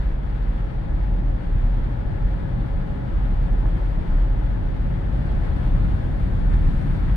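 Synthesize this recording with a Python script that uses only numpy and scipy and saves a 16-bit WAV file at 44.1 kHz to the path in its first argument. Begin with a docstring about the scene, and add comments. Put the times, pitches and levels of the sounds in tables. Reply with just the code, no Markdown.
"""Open-top drive on a country road

Heard from on board: air spilling past the open windows makes the cabin throb near 40 Hz.
Engine and road boom through the body, and the tyres roar and whine.
The slipstream rushes louder on the left and grows brighter; loose trim taps once and squeaks faintly."""
import sys
import numpy as np
from scipy import signal
from scipy.fft import rfft, irfft, next_fast_len
from scipy.io import wavfile
from scipy.ndimage import uniform_filter1d, map_coordinates

SR = 44100
rng = np.random.default_rng(int(sys.argv[2]) if len(sys.argv) > 2 else 0)


def log_audio(samples):
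    """Write samples as a 16-bit WAV file to the path given in sys.argv[1]."""
    # one column per channel
    frames = np.atleast_2d(samples).T
    # limit to full scale, then quantise
    limited = np.clip(frames, -1, 1)
    pcm = np.round(limited * 32767).astype(np.int16)
    wavfile.write(sys.argv[1], SR, pcm)


N = 315756

# the deep throb, as the vortices lock on to the cabin and let go: (time [s], level [dB])
THROB_LEVEL = [(0.0, -19.5), (0.25, -29.5), (0.47, -19.5), (0.65, -26), (0.95, -24.5), (1.2, -18),
               (1.8, -20), (2.05, -32.5), (2.27, -18.5), (2.6, -25), (2.95, -36.5), (3.25, -18),
               (3.6, -20.5), (4.0, -20.5), (4.27, -16.5), (4.55, -22), (4.92, -27), (5.17, -22),
               (5.85, -23.5), (6.25, -25.5), (6.7, -16), (7.15, -24.5)]
# brief stalls when the vortices lose their lock: (time [s], width [s], gain [dB])
THROB_STALLS = [(0.72, 0.047, -12), (0.88, 0.03, -14), (1.23, 0.045, -9), (1.44, 0.13, -7),
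                (1.96, 0.027, -16), (2.13, 0.053, -5), (2.42, 0.079, -10.5), (3.05, 0.042, -13),
                (3.79, .04, -12), (4.05, 0.066, -10.5), (4.36, 0.019, -10.5), (5.25, 0.045, -15),
                (6.02, 0.065, -15), (6.73, 0.032, -18), (6.84, 0.044, -17), (6.93, 0.071, -6)]
# the boom that shakes the body: (time [s], level [dB])
BOOM_LEVEL = [(0.0, -30.5), (0.7, -28), (1.75, -26.3), (2.0, -28), (2.2, -26.5), (3.0, -26.7), (3.4, -25.8),
              (4.0, -26.4), (4.27, -28), (4.55, -24.5), (4.75, -26), (5.45, -25.3), (5.82, -21.8),
              (6.08, -24), (6.25, -22.8), (6.95, -22.2), (7.15, -25)]
# tone of the boom: (frequency [Hz], level [dB])
BOOM_SPECTRUM = [(12, -24), (22, -1), (34, -0.5), (54, -4.5), (68, -2.5), (92, -4), (130, -7), (175, -9.5),
                 (205, -13), (300, -19.5), (400, -32), (700, -54.5), (3000, -120)]
# tyre roar on the changing asphalt: (time [s], level [dB])
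ROAR_LEVEL = [(0.0, -43.5), (1.7, -42.5), (3.1, -42), (4.05, -41.5), (4.7, -42.5), (5.45, -40), (6.1, -41),
              (6.8, -42)]
# tone of the roar: (frequency [Hz], level [dB])
ROAR_SPECTRUM = [(40, -62.5), (130, -23.5), (220, -0.5), (300, 2), (400, -0.65), (600, -3.5), (900, -10.5),
                 (1200, -15), (1800, -25), (4000, -60.5), (12000, -120)]
# the tyre whine follows the road speed: (time [s], pitch [Hz])
WHINE_PITCH = [(0.0, 840), (1.0, 848), (2.5, 855), (3.9, 849), (5.5, 857), (7.15, 866)]
# tread notes: (multiple of the pitch, width [Hz], level against the roar [dB], left minus right [dB])
WHINE_NOTES = [(0.652, 16, -12.5, 1.5), (0.978, 45, -13, 2), (1.008, 28, -14, 6), (2.01, 40, -21, 7.5)]
# the whine flares or sinks with the grain of the road: (time [s], width [s], gain [dB])
WHINE_SWELLS = [(0.1, 0.4, -3), (2.15, 0.11, 4), (3.15, 0.5, 1.5), (5.1, 0.23, 3), (5.8, 0.7, -1.5)]
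# strength of the airflow past the vehicle: (time [s], gain [dB])
AIRFLOW = [(0.0, 1.2), (0.9, -1.3), (2.3, -0.5), (2.9, 0), (3.45, 0.7), (4.7, 0), (5.15, 1.1), (5.45, 2.0),
           (6.3, 1.3), (6.6, 2), (6.9, 2.5), (7.15, 4)]
# gusts and lulls in the slipstream, and one very short burst of noise: (time [s], width [s], gain [dB])
GUSTS = [(0.19, 0.15, -3), (0.62, 0.081, 0.2), (1.02, 0.098, 1.5), (1.7, 0.34, 1), (4.19, 0.14, 0.5),
         (5.62, 0.12, 1), (6.02, 0.05, 0.3), (6.544, 0.018, 3)]
# tone of the air rushing through the windows: (frequency [Hz], level [dB])
RUSH_SPECTRUM = [(100, -58), (500, -24.5), (900, -3.5), (1300, 4), (1650, -1), (2100, -4.5), (2600, -10),
                 (3400, -12.5), (4400, -19.5), (5300, -26.5), (6500, -35), (14000, -89.5)]
# tone of the hiss on their edges: (frequency [Hz], level [dB])
HISS_SPECTRUM = [(500, -60), (2500, -15), (5000, -2), (6900, -2), (8100, 0), (9200, 0), (10300, -4),
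                 (11500, -3), (12000, -4), (12600, -8), (13700, -9), (14300, -12), (15700, -13)]
# the hiss rises or falls for a while: (time [s], width [s], gain [dB])
HISS_SWELLS = [(5.45, 0.35, -0.3), (6.2, 0.44, 1.5), (6.78, 0.35, 2.5), (7.12, 0.2, -2.5)]
# modes of the loose trim panel: (frequency [Hz], level [dB], time to fall 60 dB [s])
TAP_MODES = [(700, -3, 0.011), (1000, 0, 0.011), (1620, -5, 0.01)]
# modes of its rubbing joint: (frequency [Hz], width [Hz], level [dB])
SQUEAK_MODES = [(7620, 70, -4), (8075, 60, -4), (8620, 60, 0), (9135, 53, 2)]
# cabin resonances: (frequency [Hz], width [Hz], left gain [dB], right gain [dB])
CABIN_MODES = [(125, 11, 7, 5), (170.6, 21, 4.5, 0), (350, 55, -3, 2), (420, 38, 1.5, 1.5), (548, 98, 3, 5),
               (600, 39, -3, 1.5), (716, 220, 4.5, 0.5), (810, 77, 1, 5.5), (950, 53, 3, 1.5),
               (1060, 44, -2.5, 2.5), (1192, 57, -6.5, -5.5), (1250, 61, 0.5, -4.5), (1384, 100, -3.5, -2),
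               (1450, 32, 2, -1), (1720, 56, 3.5, -3.5), (1770, 35, -3.5, -2), (1830, 69, 3, 1),
               (3480, 190, 1.5, 0), (3940, 220, -3.5, 3.5), (4500, 610, 2.5, -1.3), (5240, 340, -2, 1.5)]
# how alike the two sides sound: (frequency [Hz], correlation [-1 to 1])
STEREO_LIKENESS = [(40, 0.48), (70, 1), (180, 0.85), (250, 0.27), (330, 0.57), (400, -0.41), (740, -0.42),
                   (900, 0.16), (1500, -0.16), (3000, 0.0055)]
# lean towards the nearer window: (frequency [Hz], left minus right [dB])
LEFT_LEAN = [(40, 0.5), (55, 4.5), (85, 7.5), (125, 0), (250, 3), (420, 1.5), (1100, 2.5), (1600, 6),
             (2050, 5.5), (2600, 0.5), (3600, 5.5), (7000, 2), (13000, 4)]

SIDES = np.array([[.5], [-.5]])  # splits a difference between left and right


def buffeting(flow_db):
    """Vortices shed at the windows pump two low cabin modes, which beat and stall together."""
    throb_db, = curves(THROB_LEVEL)
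    deep = amp(throb_db) * air_mode(hz=37.95, drift_hz=4.17, lumpy_db=2.2, swell_db=-0.2)
    upper = amp(-27.5 + 0.8 * flow_db) * air_mode(hz=50.47, drift_hz=3.47, lumpy_db=3.5, swell_db=1.5)
    return amp(swells(THROB_STALLS)) * (deep + upper)


def air_mode(hz, drift_hz, lumpy_db, swell_db):
    """Cabin air rings under the vortices: cycles vary in length and strength, and swell in groups."""
    phase = 2 * np.pi * np.cumsum(hz + drift_hz * wobble(16)) / SR
    strength_db = lumpy_db * wobble(30) + swell_db * np.tanh(wobble(3.6))
    return unit(np.sin(phase) * amp(strength_db))


def body_boom(left_lag_s):
    """Engine, wheels and wind shake the body; the boom reaches the left side slightly later."""
    level_db, = curves(BOOM_LEVEL)
    boom = amp(level_db + 0.15 * wobble(9.2)) * cabin_noise(BOOM_SPECTRUM, patchy_db=0.14)
    return filtered(boom, lambda hz: np.exp(-2j * np.pi * SIDES * hz * left_lag_s))


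def tyre_roar(roar_db):
    """The tyres roar on the grain of the asphalt."""
    return amp(roar_db) * cabin_noise(ROAR_SPECTRUM, patchy_db=0.06)


def tyre_whine(roar_db, waver_hz, uneven_db):
    """Tread blocks of unequal length sing fuzzy notes that waver with road speed and ride the roar."""
    pitch, = curves(WHINE_PITCH)
    phase = 2 * np.pi * np.cumsum(pitch + waver_hz * wobble(5)) / SR
    notes = 0
    for multiple, width, db, lean_db in WHINE_NOTES:
        gain = amp(db + uneven_db * wobble(3.5) + lean_db * SIDES)
        notes += gain * np.array([fuzzy_note(multiple * phase, width) for _ in range(2)])
    return amp(roar_db + swells(WHINE_SWELLS)) * notes


def slipstream(flow_db, flutter_db):
    """Air rushes through the windows and hisses on their edges, brighter as the flow grows."""
    eddies_db = swells(GUSTS) + flutter_db * unit(wobble(22) + wobble(70))
    rush = amp(-50 + flow_db + eddies_db) * cabin_noise(RUSH_SPECTRUM, patchy_db=0.6)
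    hiss_db = -75.5 + 1.75 * flow_db + 1.4 * eddies_db + swells(HISS_SWELLS)
    return rush + amp(hiss_db) * cabin_noise(HISS_SPECTRUM, patchy_db=0.5)


def trim_tap(start_s, level_db, attack_s, lean_db):
    """A bump makes padded trim knock: a soft contact into a few heavily damped modes."""
    age = np.maximum(np.arange(N) / SR - start_s, 0)
    ring = sum(amp(db - 60 * age / t60) * np.sin(2 * np.pi * hz * age) for hz, db, t60 in TAP_MODES)
    return amp(level_db + lean_db * SIDES) * (1 - np.exp(-age / attack_s)) * ring


def trim_squeak(start_s, level_db, attack_s, hold_s, release_s):
    """A rubbing joint swells, holds and fades in a few thin, high modes."""
    corners = start_s + np.cumsum([0, attack_s, hold_s, release_s])
    rubbing = np.interp(np.arange(N) / SR, corners, [0, 1, 1, 0])
    modes = lambda hz: sum(amp(db) * bell(hz, centre, width) for centre, width, db in SQUEAK_MODES)
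    return amp(level_db) * rubbing * unit(filtered(rng.standard_normal((2, N)), modes))


def cabin_noise(spectrum, patchy_db):
    """Stereo noise with drifting patches of gain, coloured by the cabin; its mid has rms 1."""
    bands = signal.stft(rng.standard_normal((2, N)), nperseg=512)[2]
    patches = uniform_filter1d(rng.standard_normal(bands.shape), size=9, axis=1)  # across frequency
    patches = uniform_filter1d(patches, size=12, axis=2)  # across time
    noise = signal.istft(bands * amp(patchy_db * unit(patches)), nperseg=512)[1][:, :N]
    spread = lambda hz: np.sqrt(1 + 2 * SIDES * np.clip(along(STEREO_LIKENESS, hz), -.99, .99))
    mid, side = filtered(noise, lambda hz: amp(along(spectrum, hz)) * spread(hz))
    stereo = filtered(np.array([mid + side, mid - side]), cabin_colour)
    return stereo / np.std(stereo.mean(axis=0))


def cabin_colour(hz):
    """Left and right gain from standing waves and from the nearer window on the left."""
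    lift_db = sum(np.outer([left, right], bell(hz, centre, width))
                  for centre, width, left, right in CABIN_MODES)
    return amp(lift_db + SIDES * along(LEFT_LEAN, hz))


def fuzzy_note(phase, width_hz):
    """A narrow band of noise around a moving pitch."""
    return unit(wobble(width_hz) * np.cos(phase) + wobble(width_hz) * np.sin(phase))


def swells(rows):
    """Bell-shaped rises and dips over time, in dB."""
    t = np.arange(N) / SR
    return sum(db * .5 ** ((2 * (t - time) / width) ** 2) for time, width, db in rows)


def curves(rows):
    """One envelope for each column after the time."""
    times, *columns = np.transpose(rows)
    return [np.interp(np.arange(N) / SR, times, column) for column in columns]


def wobble(rate):
    """A smooth random curve, rate knots a second."""
    return map_coordinates(rng.standard_normal(int(N * rate / SR) + 4), [np.arange(N) * rate / SR])


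def filtered(x, response):
    """Shape x with a frequency response."""
    size = next_fast_len(N + SR // 2)
    return irfft(rfft(x, size) * response(np.fft.rfftfreq(size, 1 / SR)), size)[..., :N]


def along(points, hz):
    """Read a curve on a log frequency axis."""
    freqs, values = np.transpose(points)
    return np.interp(np.log(hz + 1), np.log(freqs + 1), values)


def bell(hz, centre, width):
    """Power response of one resonance."""
    return 1 / (1 + (2 * (hz - centre) / width) ** 2)


def amp(db):
    """Decibels to gain."""
    return 10 ** (np.asarray(db) / 20)


def unit(x):
    """Scale to rms 1."""
    return x / np.sqrt(np.mean(x ** 2) + 1e-20)


def scene():
    """Wind, road and trim together; the throb fills the cabin and sits dead centre."""
    flow_db, = curves(AIRFLOW)
    roar_db, = curves(ROAR_LEVEL)
    whine = tyre_whine(roar_db, waver_hz=6.02, uneven_db=1.5)
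    tap = trim_tap(start_s=3.6565, level_db=-21.5, attack_s=0.0015, lean_db=2)
    squeak = trim_squeak(start_s=3.62, level_db=-77, attack_s=0.09, hold_s=0.17, release_s=0.16)
    throb = buffeting(flow_db)
    road = body_boom(left_lag_s=0.0003) + tyre_roar(roar_db) + whine
    return throb + road + slipstream(flow_db, flutter_db=0.52) + tap + squeak


def record(dry):
    """A brick-wall high cut at 15750 Hz."""
    return filtered(dry, lambda hz: hz < 15750)


dry = scene()
out = record(dry)
log_audio(out)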